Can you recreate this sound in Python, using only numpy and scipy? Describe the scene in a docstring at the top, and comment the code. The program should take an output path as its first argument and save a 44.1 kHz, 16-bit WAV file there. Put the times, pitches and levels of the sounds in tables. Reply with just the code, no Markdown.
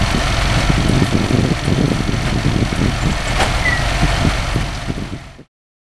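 """On a windy stubble field, a diesel tractor drives a big square baler.
The exhaust throbs and each fuel injection knocks on the engine block, over the rush of fan and chains.
The engine sags as the plunger rams the straw with a thud, then a dry joint sticks, slips and squeaks.
Swirls of air (eddies) hit the microphone with dull pops, and dry stalks rustle and crackle nearby.
At the end everything fades out."""
import sys
import numpy as np
from scipy import signal
from scipy.fft import rfft, irfft
from scipy.io import wavfile

SR = 44100
rng = np.random.default_rng(int(sys.argv[2]) if len(sys.argv) > 2 else 0)


def wav_record(signal):
    """Record a signal, one row per channel, as 16-bit PCM in the file named by sys.argv[1]."""
    frames = np.transpose(np.atleast_2d(signal))
    bounded = np.clip(frames, -1, 1)
    # unit amplitude maps onto the largest positive 16-bit level
    quanta = np.round(bounded * 32767).astype(np.int16)
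    wavfile.write(sys.argv[1], SR, quanta)


N = 261513
TIME = np.arange(N) / SR
HZ = np.fft.rfftfreq(N, 1 / SR)

# gusts of wind: start/s, length/s, level/dB, usual eddy width/ms
WIND_GUSTS = [(.01, 0.033, -16, 2.4), (0.141, 0.05, -17, 1.34), (0.44, 0.22, -18.5, 2.25),
              (0.692, 0.025, -14.5, 2.1), (0.776, .28, -14.5, 2), (1.122, .41, -14, 1.73),
              (1.673, .29, -15.5, 1.63), (2.075, 0.34, -18.7, 1.97), (2.447, .2, -14.5, 1.85),
              (2.778, .13, -15, 1.95), (3.029, 0.099, -18, 2.1), (4.023, .04, -15, 2.6),
              (4.199, 0.098, -17, 2.6), (4.553, .09, -13, 3.1), (4.881, .04, -13.5, 2.1),
              (4.98, .19, -15.5, 1.85), (5.385, .05, -9, 1.7)]
# the hardest pops of the wind: t/s, level/dB, width/ms
WIND_POPS = [(0.1482, -4, 1.55), (0.7033, 1.5, 1.72), (0.7809, -6, 1.7), (0.8969, 0, 1.44),
             (0.9652, -8, 1.6), (1.0228, 0.5, 1.4), (1.1538, -0.5, 1.6), (1.3097, -3, 1.3),
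             (1.3871, -2, 1.5), (1.6811, -3.5, 1.64), (1.7238, -2.5, 1.8), (1.8117, -3, 1.45),
             (1.8816, -5, 1.2), (1.918, -2.5, 1.1), (2.0063, -4.5, 1.6), (2.0933, -4.5, 1.6),
             (2.3596, -6.5, 1.5), (2.4836, -5, 2), (2.5628, -3, 1.8), (2.6275, -2.5, 1.5),
             (2.7285, -6, 1.5), (2.8397, -6, 1.74), (3.0577, -6.5, 2.1), (4.2514, -2.5, 1.53),
             (4.5616, -3, 1.37), (4.904, 0.5, 1.4), (4.981, -5.5, 1.2), (5.0234, -4, 1.6),
             (5.1365, -2, 1.5)]
# tone colour of the wind's low rumble: f/Hz, level/dB
RUMBLE_COLOUR = [(10, -23), (20, 1), (27, -5.5), (40, -9.5), (75, -14), (125, 2.5), (190, -16),
                 (300, -10.5), (500, -25.5), (1200, -65)]
# crackles and chirps of the stubble: t/s, level/dB, f/Hz, width/Hz, length/s
CRACKLES = [(0.176, -35, 7500, 3980, 0.0095), (0.607, -26, 4750, 1200, 0.0077),
            (0.885, -33.5, 9400, 2580, 0.01), (1.03, -41, 9000, 3000, 0.054),
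            (1.644, -37.5, 9000, 1990, .016), (2.755, -39.5, 9200, 3000, .014),
            (3.008, -40, 7200, 250, .028), (3.11, -38, 7200, 1200, 0.019), (3.236, -42, 9000, 1500, .014),
            (3.272, -32.5, 7550, 913, .013), (3.419, -30.5, 8400, 2200, .015),
            (4.54, -41, 9900, 3010, .016), (4.746, -27.5, 4930, 2000, 0.011)]

# loudness of the machinery's rush, partly shared by the engine's knocks: t/s, level/dB
MACHINE_LEVEL = [(0, -23.5), (.64, -21.5), (.76, -25), (1.5, -27.5), (2, -28.5), (2.8, -27.5),
                 (3.45, -23.5), (3.8, -23.5), (4.1, -22), (4.4, -25), (4.75, -25.5), (5.1, -27.5),
                 (5.4, -25.5)]
# tone colour of the rush: f/Hz, level/dB
MACHINE_COLOUR = [(60, 10), (170, -18.5), (270, 2), (450, -6), (600, 4), (900, 0), (1300, 0), (1700, -2.5),
                  (2200, -0.5), (3200, -7), (4600, -10), (6500, -17), (9000, -18), (12500, -31)]
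# ringing sheet-metal panels: f/Hz, width/Hz, level/dB
PANELS = [(684, 44.4, 4), (746, 65, -1.5), (1342, 80, 1.5), (1811, 99, 3), (2200, 46, 1.5), (3043, 29, 6.5),
          (3140, 48, 3.5)]
# brief swishes in the rush: t/s, boost/dB
MACHINE_SWISHES = [(1.665, 3), (2.287, 4.5)]
# slips of the dry joint: start/s, hold/s, level/dB, decay/s
JOINT_SLIPS = [(3.621, .008, -27.5, .008), (3.647, .049, -17.5, 0.0062), (3.716, 0.016, -17, .012),
               (3.74, .05, -28.5, 0.048)]
# quick shoves of the plunger into the straw: t/s, level/dB, rise/s, decay/s
SHOVES = [(3.385, -16, 0.015, 0.027), (3.399, -17, 0.01, 0.0086), (3.412, -21, 0.0058, 0.013),
          (3.426, -21, .004, 0.017), (3.456, -21, 0.0047, .02)]
# tone colour of the plunger's thud: f/Hz, level/dB
THUD_COLOUR = [(50, -8.5), (150, 9.5), (400, -2), (800, 2.5), (1100, -5.5), (2200, -3), (3300, -10),
               (5000, -16), (9000, -23), (12500, -34.5)]
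# ringing of the bale chamber: f/Hz, width/Hz, boost/dB
CHAMBER_RINGS = [(714, 110, 6), (809, 98, 1), (3170, 400, 2.5)]

# engine speed, as firings per second: t/s, f/Hz
FIRING_RATE = [(0.0, 45.4), (0.5, 45.89), (1.0, 45.84), (1.5, 45.42), (2.0, 45.53), (2.4, 45.13),
               (2.75, 45.69), (3.0, 42.68), (3.25, 38.95), (3.5, 42.38), (3.75, 45.22), (4.0, 46.34),
               (4.3, 46.16), (4.8, 45.81), (5.3, 45.35)]
# injector knocks in a cycle of two firings: place (0 to 1), level/dB, rise/s, decay/s, f/Hz, width/Hz
INJECTOR_KNOCKS = [(.415, 0, .0022, 0.0063, 3660, 2277), (.92, -4, 0.005, 0.0035, 4950, 2190)]
# ringing of the engine block: f/Hz, width/Hz, level/dB
BLOCK_RINGS = [(3050, 180, -10), (3510, 240, -12), (4360, 69, -2.5), (5900, 200, -9.5)]
# tone colour of the knocks: f/Hz, level/dB
KNOCK_COLOUR = [(300, -19), (1200, -3), (2400, -3.5), (3500, 3), (4400, -2), (5200, -4.5), (6000, 1.5),
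                (7000, 0), (12000, -10.5)]
# tones of the exhaust: multiple of the firing rate, level/dB
EXHAUST_TONES = [(.5, -10.5), (1, 4), (1.5, -3.5), (2, -4), (3, -11)]
# loudness of the exhaust: t/s, level/dB
EXHAUST_LEVEL = [(0, -21), (.65, -23.5), (1.1, -29.5), (1.6, -29), (2, -27.5), (2.9, -26.5), (3.4, -23),
                 (4.3, -23.5), (4.7, -25)]


def amp(db):
    """Turns decibels into a factor to multiply by."""
    return 10 ** (np.asarray(db) / 20)


def evened(x):
    """Scales x to an average strength (rms) of one."""
    return x / np.sqrt(np.mean(x ** 2) + 1e-20)


def curve(rows):
    """Joins (time, value) points with straight lines, one value per sample."""
    return np.interp(TIME, *np.transpose(rows))


def held(start, length, rise, fall):
    """A loudness shape that rises, holds until start + length and dies away."""
    age = TIME - start
    return np.clip(age / rise, 0, 1) * np.exp(-np.maximum(age - length, 0) / fall)


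def noise():
    """A plain hiss (white noise) as long as the scene."""
    return rng.standard_normal(N)


def wander(rate_hz, size=16384):
    """A smooth random wobble of strength one; a higher rate wobbles faster."""
    coarse = irfft(rfft(rng.standard_normal(size)) * np.exp(-(HZ[:size // 2 + 1] / rate_hz) ** 2))
    return evened(np.interp(np.linspace(0, size - 1, N), np.arange(size), coarse))


def band(x, hz, width):
    """Keeps the frequencies of x near hz, at strength one."""
    return evened(irfft(rfft(x) / np.sqrt(1 + (2 * (HZ - hz) / width) ** 4), N))


def coloured(x, points, rings=()):
    """Gives x a tone colour, with a bump wherever it rings, at strength one."""
    hz, db = np.transpose(points)
    shape_db = np.interp(np.log(HZ + 1), np.log(hz), db)
    for centre, width, bump_db in rings:
        shape_db = shape_db + bump_db / (1 + (2 * (HZ - centre) / width) ** 2)
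    return evened(irfft(rfft(x) * amp(shape_db), N))


def straw(level_db=-50.2, clump_db=2.0, grain_db=6.5):
    """Dry straw rustles faintly, in clumps."""
    rustle = noise() * amp(clump_db * wander(8.1) + grain_db * wander(600))
    return amp(level_db) * coloured(rustle, [(3000, -21.0), (7000, 1.0), (9300, -1.0), (12500, -11.5)])


def stubble():
    """Dry stalks snap and scrape in short bursts of high hiss."""
    out, hiss = np.zeros(N), noise()
    for start, db, hz, width, length in CRACKLES:
        age = np.maximum(TIME - start, 0) / (length / 2)  # loudest at age 1
        out += amp(db) * age * np.exp(1 - age) * band(hiss, hz, width)
    return out


def gusts(breeze_db=-24.5, rise_s=.0088, fall_s=.011):
    """Gusts jump out of a light breeze, hold and drop; gives the wind's level and usual eddy width."""
    blows = [amp(db) * held(start - rise_s / 2, length, rise_s, fall_s)
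             for start, length, db, _ in WIND_GUSTS]
    strength = np.maximum(np.max(blows, axis=0), amp(breeze_db))
    usual_ms = curve([(start + length / 2, ms) for start, length, _, ms in WIND_GUSTS])
    return 20 * np.log10(strength), usual_ms


def eddy(t, width_ms):
    """Air pressure as one swirl passes: a slow pull, a sharp push, a rebound."""
    place = t * 1000 / width_ms
    pull = .18 * np.exp(-((place + 2.21) / 1.1) ** 2)
    push = np.exp(-abs(place / .57) ** 2.07)
    rebound = .37 * np.exp(-((place - .96) / 1.11) ** 2)
    return push - pull - rebound


def small_eddies(excess_db, usual_ms, per_s=120, uneven_db=2.5, size_db=4.0, scatter_db=1.55):
    """Small eddies arrive at uneven times; a stronger wind makes them narrower."""
    t, widths_ms = np.arange(-800, 801) / SR, np.geomspace(1.1, 3.4, num=7)
    count = np.cumsum(per_s * amp(uneven_db * wander(70))) / SR
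    arrivals = np.diff(np.floor(count), prepend=0)
    sizes = arrivals * amp(size_db * np.clip(noise(), -2, 1))
    wanted_ms = usual_ms * amp(scatter_db * noise() - .4 * excess_db)
    kind = np.searchsorted(widths_ms[:-1], wanted_ms)  # each eddy takes one of the seven widths
    return evened(sum(signal.oaconvolve(sizes * (kind == k), eddy(t, ms), "same")
                      for k, ms in enumerate(widths_ms)))


def pops():
    """Strong eddies strike one by one; also gives the share of the wind left for its other sounds."""
    pressure, share_left = np.zeros(N), np.ones(N)
    for t, db, width_ms in WIND_POPS:
        near = slice(max(round(t * SR) - 900, 0), round(t * SR) + 900)
        age = TIME[near] - t
        pressure[near] += amp(db) * eddy(age, width_ms)
        share_left[near] *= 1 - np.exp(-(age / .003) ** 2)
    return pressure, share_left


def wind(rumble_db=-8.5, rumble_follow=.4, eddies_db=-4.5, sputter_db=3.5):
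    """A rumble and sputtering small eddies follow the gusts, under the pops of the strong eddies."""
    gust_db, usual_ms = gusts()
    excess_db = gust_db - gust_db.mean()
    rumble = amp(gust_db.mean() + rumble_db + rumble_follow * excess_db) * coloured(noise(), RUMBLE_COLOUR)
    sputter = amp(sputter_db * np.minimum(wander(27), 1))
    eddies = amp(gust_db + eddies_db) * sputter * small_eddies(excess_db, usual_ms)
    pressure, share_left = pops()
    return pressure + share_left * (rumble + eddies)


def machinery(rattles_per_s=400, flutter_db=1.02, ring_db=1.65, swish_s=.022):
    """Fan, chains and tines rush and rattle; each metal panel rings in its own fits and starts."""
    rattles = (rng.random(N) < rattles_per_s / SR) * noise()
    rush = (noise() + .33 * evened(rattles)) * amp(flutter_db * wander(35))
    for hz, width, db in PANELS:
        share = np.sqrt(width / (SR / 2))  # strength of plain hiss inside this band
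        rush += share * amp(db + ring_db * wander(10)) * band(noise(), hz, width)
    swish_db = sum(db * np.exp(-((TIME - t) / swish_s) ** 2) for t, db in MACHINE_SWISHES)
    return amp(curve(MACHINE_LEVEL) + swish_db) * coloured(rush, MACHINE_COLOUR)


def squeak(base_hz=1907, drop_hz=220, glide_s=.036, push_hz=32, rise_s=.008, overtone_db=-30):
    """A dry joint sticks and slips: a whistle that falls in pitch, catches once and trails off."""
    force = sum(amp(db) * held(start, hold, rise_s, decay) for start, hold, db, decay in JOINT_SLIPS)
    age = np.maximum(TIME - JOINT_SLIPS[0][0], 0)
    hz = base_hz + drop_hz * np.exp(-age / glide_s)
    hz += push_hz * force / force.max()  # a hard slip is a little higher
    phase = 2 * np.pi * np.cumsum(hz * (1 + .003 * wander(100))) / SR
    return force * evened(np.sin(phase) + amp(overtone_db) * np.sin(2 * phase))


def plunger():
    """The plunger rams the straw with a crunching thud that rings the bale chamber."""
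    force = sum(amp(db) * held(start, rise, rise, decay) for start, db, rise, decay in SHOVES)
    return force * coloured(noise(), THUD_COLOUR, CHAMBER_RINGS)


def clatter(firings, base_db=-34.5, drift_db_per_s=-.64, swell_follow=.63):
    """Each fuel injection is a short rasp that rings the engine block; sharp and soft knocks alternate."""
    cycle_s = 2 / curve(FIRING_RATE)
    knocks = .1 * noise()  # faint hiss between the knocks
    ring = sum(amp(db) * np.sin(2 * np.pi * np.cumsum(hz + width * wander(298.5)) / SR)
               for hz, width, db in BLOCK_RINGS)
    for place, db, rise, decay, hz, width in INJECTOR_KNOCKS:
        age = ((firings / 2 - place + .5) % 1 - .5) * cycle_s  # negative just before the knock
        burst = np.exp(np.where(age < 0, -(age / rise) ** 2, -age / decay))
        rasp = .65 * band(noise(), hz, width)
        knocks += amp(db) * burst * (ring + rasp)
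    swell_db = curve(MACHINE_LEVEL) - curve(MACHINE_LEVEL).mean()
    level_db = base_db + drift_db_per_s * TIME + swell_follow * swell_db
    return amp(level_db) * coloured(knocks, KNOCK_COLOUR)


def exhaust(firings, uneven_db=1.3, waver_db=1.7):
    """Low tones throb in step with the engine, uneven from stroke to stroke and wavering on the wind."""
    note = np.zeros(N)
    for multiple, db in EXHAUST_TONES:
        strength = amp(db + uneven_db * wander(6.8))
        note += strength * np.sin(2 * np.pi * (multiple * firings + rng.random()))
    return amp(curve(EXHAUST_LEVEL)) * evened(note * amp(waver_db * wander(23)))


def scene():
    """Tractor, baler, stubble and wind in the open: one channel, no echo."""
    firings = np.cumsum(curve(FIRING_RATE)) / SR  # how many times the engine has fired so far
    tractor = exhaust(firings) + clatter(firings)
    baler = machinery() + plunger() + squeak()
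    field = straw() + stubble() + wind()
    return (tractor + baler + field)[None]


def record(dry, gain_db=2.5, fade_start_s=4.375, fade_end_s=5.482, top_hz=12550):
    """Turns the sound up, rounds off the loudest peaks, fades out and cuts the highest treble."""
    loud = amp(gain_db) * dry
    rounded = loud / (1 + (loud / .97) ** 8) ** (1 / 8)
    fade = np.clip((fade_end_s - TIME) / (fade_end_s - fade_start_s), 0, 1) ** 1.094  # nearly straight
    treble_cut = signal.firwin(511, top_hz, window=("kaiser", 9), fs=SR)
    return signal.oaconvolve(rounded * fade, treble_cut[None], "same")


dry = scene()
out = record(dry)
wav_record(out)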